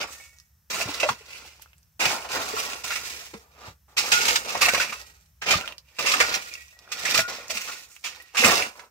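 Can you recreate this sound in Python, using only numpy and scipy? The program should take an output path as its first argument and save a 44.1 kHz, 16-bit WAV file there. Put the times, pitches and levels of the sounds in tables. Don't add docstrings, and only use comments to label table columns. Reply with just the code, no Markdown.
import sys
import numpy as np
from scipy import signal
from scipy.fft import rfft, irfft
from scipy.io import wavfile

SR = 44100
rng = np.random.default_rng(int(sys.argv[2]) if len(sys.argv) > 2 else 0)


def master_out(mix):
    frames = np.transpose(np.atleast_2d(mix))
    ceiling = np.clip(frames, -1, 1)
    pcm = np.round(ceiling * 32767).astype(np.int16)
    wavfile.write(sys.argv[1], SR, pcm)


N = 392490


def from_db(db):
    return 10 ** (np.asarray(db) / 20)


def unit_rms(x):
    return x / np.sqrt(np.mean(x ** 2) + 1e-20)


def in_time(rows):
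    return np.interp(np.arange(N) / SR, *np.transpose(rows))


def butter(x, hz, kind):
    return signal.sosfilt(signal.butter(2, hz, kind, fs=SR, output="sos"), x)


def colour(x, spectrum):
    hz, db = np.transpose(spectrum)
    grid = np.maximum(np.arange(2049) * SR / 4096, 1)
    gain = from_db(np.interp(np.log(grid), np.log(hz), db))
    cepstrum = irfft(np.log(gain))
    cepstrum[1:2048] *= 2
    cepstrum[2049:] = 0
    return signal.oaconvolve(x, irfft(np.exp(rfft(cepstrum))))[:N]


def drift(hz):
    r = np.exp(-2 * np.pi * hz / SR)
    return unit_rms(signal.lfilter([1], [1, -2 * r, r * r], rng.standard_normal(N + SR))[SR:])


def ring(clicks, hz, t60):
    r, w = from_db(-60 / (t60 * SR)), 2 * np.pi * hz / SR
    return signal.lfilter([0, np.sin(w)], [1, -2 * r * np.cos(w), r * r], clicks + 1e-18)


def grains(per_s, spread_db, clump_db):
    sizes = from_db(spread_db * np.minimum(rng.exponential(1, N), 4.2)) * rng.choice([-1, 1], N)
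    hits = rng.random(N) < per_s / SR
    return unit_rms(sizes * hits * from_db(clump_db * drift(30)))


# frequency in Hz, relative level in dB.
HISS_SPECTRUM = [(15, -63.5), (25, -2), (70, -1.5), (277, -12), (1840, -4), (3720, -60), (5430, -0.5),
                 (10700, -31), (13200, 2.5), (16000, -9)]

def hiss():
    noise = 0.26 * rng.standard_normal(N) + butter(rng.standard_normal((2, N)), 400, "high")
    return from_db(-70) * unit_rms(np.array([colour(x, HISS_SPECTRUM) for x in noise]))


# frequency in Hz, relative level in dB.
RUMBLE_SPECTRUM = [(25, -16.5), (45, -3.5), (64, 16.5), (100, 2.5), (160, 1), (300, -24.5)]
# time in seconds, level in dB.
RUMBLE_LEVEL = [(0.0, -62), (5.08, -60.5), (8.9, -71)]

def rumble(digging):
    shake = np.sqrt(np.abs(butter(butter(digging, 340, "low") ** 2, 15, "low")))
    level = from_db(in_time(RUMBLE_LEVEL)) + from_db(-18.5) * shake
    noise = rng.standard_normal(N) + 0.17 * rng.standard_normal((2, N))
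    return level * unit_rms(np.array([colour(x, RUMBLE_SPECTRUM) for x in noise]))


def shed_echoes(x, t60=0.075, changes=24):
    t, out = np.arange(round(.2 * SR)) / SR, np.zeros((2, N + SR))
    hop = N // changes + 1
    padded = np.pad(x, hop)
    for k in range(changes + 1):
        echoes = rng.standard_normal((2, len(t))) * from_db(-60 * t / t60) * (t > .001)
        echoes = butter(echoes, 15000, "low")
        echoes /= np.sqrt(np.sum(echoes ** 2, axis=1, keepdims=True))
        part = padded[k * hop:(k + 2) * hop]
        crossfade = np.sqrt(np.hanning(2 * hop))[:len(part)]
        heard = signal.fftconvolve(part[None] * crossfade, echoes)
        out[:, k * hop:k * hop + heard.shape[1]] += heard
    return out[:, hop:hop + N]


# start in seconds, level in dB, nominal pitch in Hz.
THUDS = [(0.855, -28, 105), (1.099, -30.5, 133), (2.054, -27, 79), (3.675, -36, 94), (4.122, -33, 83),
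         (5.551, -22, 90.5), (7.183, -25.5, 128), (8.444, -22, 80.5), (8.481, -28, 75)]

def thuds(t60=.11):
    out = np.zeros(N)
    for start, db, hz in THUDS:
        i = round(start * SR)
        t = np.arange(min(N - i, SR // 2)) / SR
        phase = 2 * np.pi * hz * (.65 * t + 0.0175 * (1 - np.exp(-t / 0.033)))
        dull = unit_rms(butter(rng.standard_normal(len(t)), [.5 * hz, 2 * hz], "band"))
        envelope = from_db(db - 60 * t / t60) * (1 - np.exp(-t / 0.0098))
        out[i:i + len(t)] += envelope * (np.sin(phase) + .8 * dull)
    return out


# start in seconds, level in dB, pitch in Hz.
TICKS = [(0.386, -29, 5900), (1.5963, -42, 930), (1.622, -20, 12600), (1.6595, -37.5, 1400),
         (1.732, -35.5, 2560), (1.7814, -36, 8450), (1.83, -40.5, 5760), (3.2214, -31, 3000),
         (3.266, -27, 2580), (5.0152, -21.5, 4900), (5.116, -48, 2800), (5.611, -13, 2560),
         (5.677, -11.5, 3000), (5.7236, -21.5, 2770), (5.7819, -19, 4920), (6.5387, -14.5, 5500),
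         (6.554, -26, 2500), (6.7904, -27.5, 5300), (6.877, -34, 1450), (7.385, -31, 2620),
         (7.482, -19, 6150), (7.9648, -27.5, 2700), (8.223, -23, 12500), (5.678, -31, 13500),
         (0.4, -28, 5500), (6.682, -30, 5700)]

def pebble_ticks(dust_db=-17.5, dust_s=0.0015):
    t, out = np.arange(400) / SR, np.zeros(N)
    for start, db, hz in TICKS:
        i = round(start * SR)
        tick = butter(np.sin(2 * np.pi * hz * t) * np.exp(-t * hz / 1.6), .3 * hz, "high")
        dust = butter(rng.standard_normal(len(t)), 1200, "high") * np.exp(-t / dust_s)
        out[i:i + len(t)] += from_db(db) * (tick + from_db(dust_db) * dust)
    return out


# frequency in Hz, relative level in dB, t60 in seconds.
BLADE_MODES = [(1310, -4, .2), (1430, -3, .35), (1825, -6, .4), (1912, -4, .45), (2229, -6, .5),
               (2408, -1, .5), (2625, -3, .2), (2700, -4, .2), (3747, -8, .3), (4620, -12, .3),
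               (5070, -11, .2), (7110, -16, .3), (12300, -24, .2), (510, -2, .12), (650, -1, .15),
               (810, -3, .12), (1110, -3, .15)]
# start in seconds, level in dB, index of the mode struck most.
CLINKS = [(0.122, -50, 0), (0.15, -43, 2), (.2, -45, 4), (.33, -55.5, 3), (4.13, -21, 1), (4.929, -34, 6),
          (5.0, -45, 3), (6.21, -22, 1), (6.514, -43, 5), (6.46, -46, 1), (6.53, -43, 4), (6.575, -48, 3),
          (6.728, -52.5, 3), (7.188, -22.5, 14), (7.201, -27.5, 1), (8.12, -53, 4), (8.2, -47.5, 3)]

def blade_clinks():
    out = np.zeros(N)
    for k, (hz, mode_db, t60) in enumerate(BLADE_MODES):
        clicks = np.zeros(N)
        for start, db, struck in CLINKS:
            clicks[round(start * SR)] = from_db(db if round(struck) == k else db + mode_db - 16)
        close_pair = ring(clicks, hz, t60) + .4 * ring(clicks, hz * 1.012, .5 * t60)
        out += close_pair * from_db(2.5 * drift(20))
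    return butter(out, 380, "high")


# start in seconds, level in dB, pitch in Hz, t60 in seconds.
KNOCKS = [(0.812, -15, 2570, 0.036), (0.813, -24, 646, 0.037), (1.0, -15, 2710, 0.025),
          (1.03, -13, 2590, 0.042), (1.054, -17.5, 584, 0.091), (1.092, -22.5, 952, 0.08),
          (3.334, -37.5, 455, 0.19), (3.345, -38, 208, 0.091), (4.551, -20, 700, 0.038),
          (4.62, -19, 1180, 0.085), (4.682, -14.5, 704, 0.029), (4.7, -23, 1500, 0.1),
          (4.748, -23, 1140, .05), (4.799, -15, 1490, 0.044), (5.512, -21, 2370, 0.04),
          (5.539, -10.5, 1185, .05), (5.638, -28.5, 1397, 0.054), (6.202, -20, 1710, .05),
          (6.203, -24.5, 470, 0.082), (6.339, -25, 2590, .07), (6.551, -33, 2660, 0.12),
          (7.157, -19, 1220, 0.095), (7.293, -32, 704, 0.044), (7.501, -32, 636, 0.13),
          (8.396, -33, 235, 0.14), (8.444, -18, 237, 0.072), (8.446, -10, 2500, .05), ]

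def stone_knocks(split=.05, rise_s=.001):
    t, out = np.arange(SR // 4) / SR, np.zeros(N)
    for start, db, hz, t60 in KNOCKS:
        i = round(start * SR)
        detune, phase = rng.random(2)
        upper_hz = hz * (1 + split * (detune + .5))
        pair = np.sin(2 * np.pi * hz * t) + 0.52 * np.sin(2 * np.pi * (upper_hz * t + phase))
        out[i:i + len(t)] += from_db(db - 60 * t / t60) * (1 - np.exp(-t / rise_s)) * pair
    return out


# frequency in Hz, relative level in dB.
SOIL_SPECTRUM = [(71, -37.5), (120, -32.5), (226, -17), (326, -19.5), (500, -7.5), (652, -10), (1420, -4.5),
                 (1570, -7), (2660, 3), (3070, -4.5), (4200, -3.5), (5500, -1.5), (7230, -5.5),
                 (10700, -17.5), (12800, -15.5), (15700, -15.5)]

def stone_rattle(sizes=24, ring_cycles=25):
    hits, size = grains(500, spread_db=6.5, clump_db=10), rng.integers(0, sizes, N)
    pitches = np.geomspace(220, 5500, sizes)
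    rings = sum(ring(hits * (size == k), hz, ring_cycles / hz) for k, hz in enumerate(pitches))
    return unit_rms(colour(rings, SOIL_SPECTRUM))


# start in seconds, level in dB, pitch in Hz, t60 in seconds.
JAMS = [(0.023, -29, 2340, 0.067), (0.81, -23, 2430, 0.054), (0.999, -20, 2700, 0.079),
        (1.029, -17, 570, 0.1), (1.088, -13, 980, 0.03), (1.614, -45.5, 7000, 0.081),
        (2.001, -22, 2270, 0.43), (2.052, -18.5, 2760, 0.048), (2.243, -28.5, 684, 0.1),
        (2.564, -28.5, 1300, 0.2), (2.731, -23.5, 2670, 0.025), (2.836, -31, 5400, 0.052),
        (2.902, -25, 1590, 0.13), (2.954, -27.5, 2530, 0.11), (3.335, -38.5, 380, 0.12),
        (3.967, -23.5, 4000, 0.094), (3.976, -16.5, 4500, 0.16), (4.116, -11.5, 3120, 0.18),
        (4.207, -22.5, 6000, 0.2), (4.251, -13.5, 3800, 0.028), (4.28, -14, 3020, 0.092),
        (4.356, -11, 3600, 0.044), (4.503, -17.5, 2560, 0.02), (4.548, -21.5, 820, 0.049),
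        (4.684, -11.5, 1820, 0.038), (4.745, -13.5, 1300, 0.044), (4.798, -19.5, 2090, 0.18),
        (4.922, -32, 1300, 0.1), (5.416, -31, 1600, 0.15), (5.505, -14, 3250, 0.093),
        (5.991, -28, 1190, 0.067), (6.024, -27.5, 5200, 0.037), (6.058, -20.5, 2900, 0.29),
        (6.116, -17.5, 4100, 0.044), (6.137, -14, 1540, 0.039), (6.2, -10, 1660, 0.11),
        (6.338, -23.5, 3040, 0.084), (6.917, -24, 4730, 0.078), (7.05, -21, 2030, 0.14),
        (7.142, -16, 4000, 0.11), (7.175, -10, 4880, 0.027), (7.191, -3.5, 1830, 0.016),
        (7.5, -22.5, 4770, 0.096), (7.569, -23, 2500, 0.063), (7.674, -35, 1270, 0.19),
        (8.039, -28, 2880, 0.23), (8.346, -28.5, 1520, 0.16), (8.368, -20, 2600, 0.56),
        (8.444, -11.5, 2470, 0.051), (8.792, -35.5, 1640, 0.064)]

def stone_jams(hold_share=0.061, rise_s=0.0019):
    grit = unit_rms(colour(grains(9000, spread_db=3.54, clump_db=2.5), SOIL_SPECTRUM))
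    out = np.zeros(N)
    for start, db, hz, t60 in JAMS:
        i = round(start * SR)
        t = np.arange(min(N - i, SR // 3)) / SR
        burst = grit[i:i + len(t)]
        press = from_db(db - 60 * np.maximum(t / t60 - hold_share, 0)) * (1 - np.exp(-t / rise_s))
        stone = unit_rms(signal.lfilter(*signal.iirpeak(hz, Q=3, fs=SR), burst))
        loose_gain = from_db(5 + 10 * np.log2(hz / 2500))
        crunch = stone + loose_gain * butter(burst, hz / 4, "high")
        out[i:i + len(t)] += press * crunch / np.sqrt(1 + loose_gain ** 2)
    return out


# start and length in seconds, gravel level at the start and
# at the end in dB, its fall afterwards in dB per second, clods and sand in dB relative to the gravel.
PUSHES = [(0, 0.036, -30, -35, 310, -2.5, -8.5), (0.067, 0.066, -50, -44, 110, -22, 4),
          (0.699, 0.11, -31.5, -28.5, 250.5, -13.5, -1), (0.82, 0.3, -37.5, -36.5, 293, -6.5, -3.5),
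          (1.158, 0.24, -53, -45, 75, -13, -2.5), (1.992, 0.14, -31, -30.5, 144, -1.5, -1),
          (2.285, 0.075, -38.5, -26, 99, -3.5, -3), (2.472, 0.24, -35.5, -34, 142, -5.5, -1),
          (2.839, 0.37, -34, -40.5, 113, -20.5, 0.5), (3.332, 0.094, -79, -64, 116, 4, -10),
          (3.5, 0.17, -66, -42, 409, 0, -5), (3.879, 0.051, -60.5, -63, 105.5, 3.5, -1),
          (3.964, 0.37, -35, -25.5, 167, -7.5, -1.5), (4.445, 0.13, -35.5, -32, 104, -4, -3),
          (4.606, 0.061, -17, -19, 260, -17.5, -2.5), (4.712, 0.021, -43.5, -23, 92, -12, -4),
          (5.413, 0.04, -38, -38, 204.5, -20, -15.5), (5.457, 0.067, -25.5, -17, 265, -13, -8.5),
          (5.575, 0.15, -37, -50.5, 288, -1.5, -5), (5.783, 0.21, -77, -51, 102, -15, -1.5),
          (5.983, .37, -28, -27.5, 216, -11.5, -5), (6.418, 0.045, -48, -41.5, 79, -39, 0),
          (6.762, 0.18, -65.5, -49, 179, -4, -6), (6.911, 0.26, -41, -21.5, 250, -20.5, -4),
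          (7.276, 0.054, -31, -34.5, 91, -8, -6), (7.49, .26, -36, -40.5, 127, -17.5, -1),
          (7.88, 0.22, -60, -68, 198, -32, 10), (8.026, 0.028, -57, -42, 73, -15, -5.5),
          (8.334, 0.13, -56.5, -19.5, 298, 1.5, 2), (8.463, 0.15, -16, -26, 222, -5.5, -4),
          (8.751, 0.088, -54, -59, 351, 4.5, 1.5)]

def push_levels(bite_s=0.0056):
    power, grid = 1e-12, np.arange(0, N + 64, 64) / SR
    settling = np.c_[1, 0.9, 0.84].T
    for start, length, first_db, last_db, fall, clods_db, sand_db in PUSHES:
        t = grid - start
        held_db = np.interp(t, [0, length], [first_db, last_db]) + np.c_[0, clods_db, sand_db].T
        db = held_db - fall * settling * np.maximum(t - length, 0)
        power = power + from_db(2 * db) * np.clip(t / bite_s, 0, 1) ** 2
    return [np.interp(np.arange(N) / SR, grid, 10 * np.log10(p)) for p in power]


def shovel_grind(clod_hz=1300, sand_hz=6100):
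    gravel_db, clods_db, sand_db = push_levels()
    push = from_db(gravel_db)
    grit = colour(grains(2500, spread_db=3.3, clump_db=4), SOIL_SPECTRUM)
    lumps = colour(grains(1200, spread_db=4, clump_db=2), SOIL_SPECTRUM)
    clods = unit_rms(butter(butter(lumps, clod_hz, "low"), clod_hz, "low"))
    sand = unit_rms(butter(butter(grit, sand_hz, "high"), sand_hz, "high"))
    gravel = butter(butter(grit, clod_hz, "high"), sand_hz, "low")
    broad_ring = from_db(4 * drift(5) - 1.5)
    gravel = unit_rms(gravel + (broad_ring - 1) * butter(gravel, (2000, 3100), "band"))
    grind = push * gravel + from_db(sand_db) * sand + from_db(clods_db) * clods
    damping = 0.084
    steel = sum(from_db(db) * ring(push * grains(120, spread_db=4.1, clump_db=3), hz, t60 * damping)
                for hz, db, t60 in BLADE_MODES)
    rattle_db = (gravel_db + clods_db) / 2 - 7
    return grind + stone_jams() + from_db(-30) * steel + from_db(rattle_db) * stone_rattle()


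def ports(x, lead_s):
    return np.array([x, np.interp(np.arange(N) - lead_s * SR, np.arange(N), x)])


# frequency in Hz, left minus right in dB.
LEFT_PORT = [(60, -8.5), (110, 3), (200, 1), (380, 1), (700, -1), (1290, 0), (2380, -5.5), (4400, -3.5),
             (8120, -5), (15000, -9.5)]
# time in seconds, leftward lean in dB (its mean is taken off).
BEARING = [(0.0, -3), (8.01, -5.0), (8.9, -5.5)]

def microphone(left, right):
    lean_db = in_time(BEARING)
    balance = from_db(np.c_[.5, -.5].T * (lean_db - lean_db.mean()))
    return np.array([colour(left, LEFT_PORT), right]) * balance


def scene():
    lead_s, patch_step_s = 0.00017 + 0.00012 * drift(1.49), 0.0001
    grind = sum(ports(shovel_grind() / np.sqrt(3), lead_s + k * patch_step_s) for k in (-1, 0, 1))
    taps = ports(pebble_ticks() + blade_clinks() + stone_knocks(), lead_s)
    to_walls = butter(grind[0] + from_db(-1) * taps[0], 740, "high")
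    left, right = grind + taps + from_db(-4) * shed_echoes(to_walls)
    return microphone(left, right) + hiss() + rumble(right) + thuds()


def record(dry):
    rounded = .9 * np.tanh(butter(dry, 38, "high") / .9)
    return signal.sosfilt(signal.ellip(12, .5, 80, 15750, fs=SR, output="sos"), rounded)


dry = scene()
out = record(dry)
master_out(out)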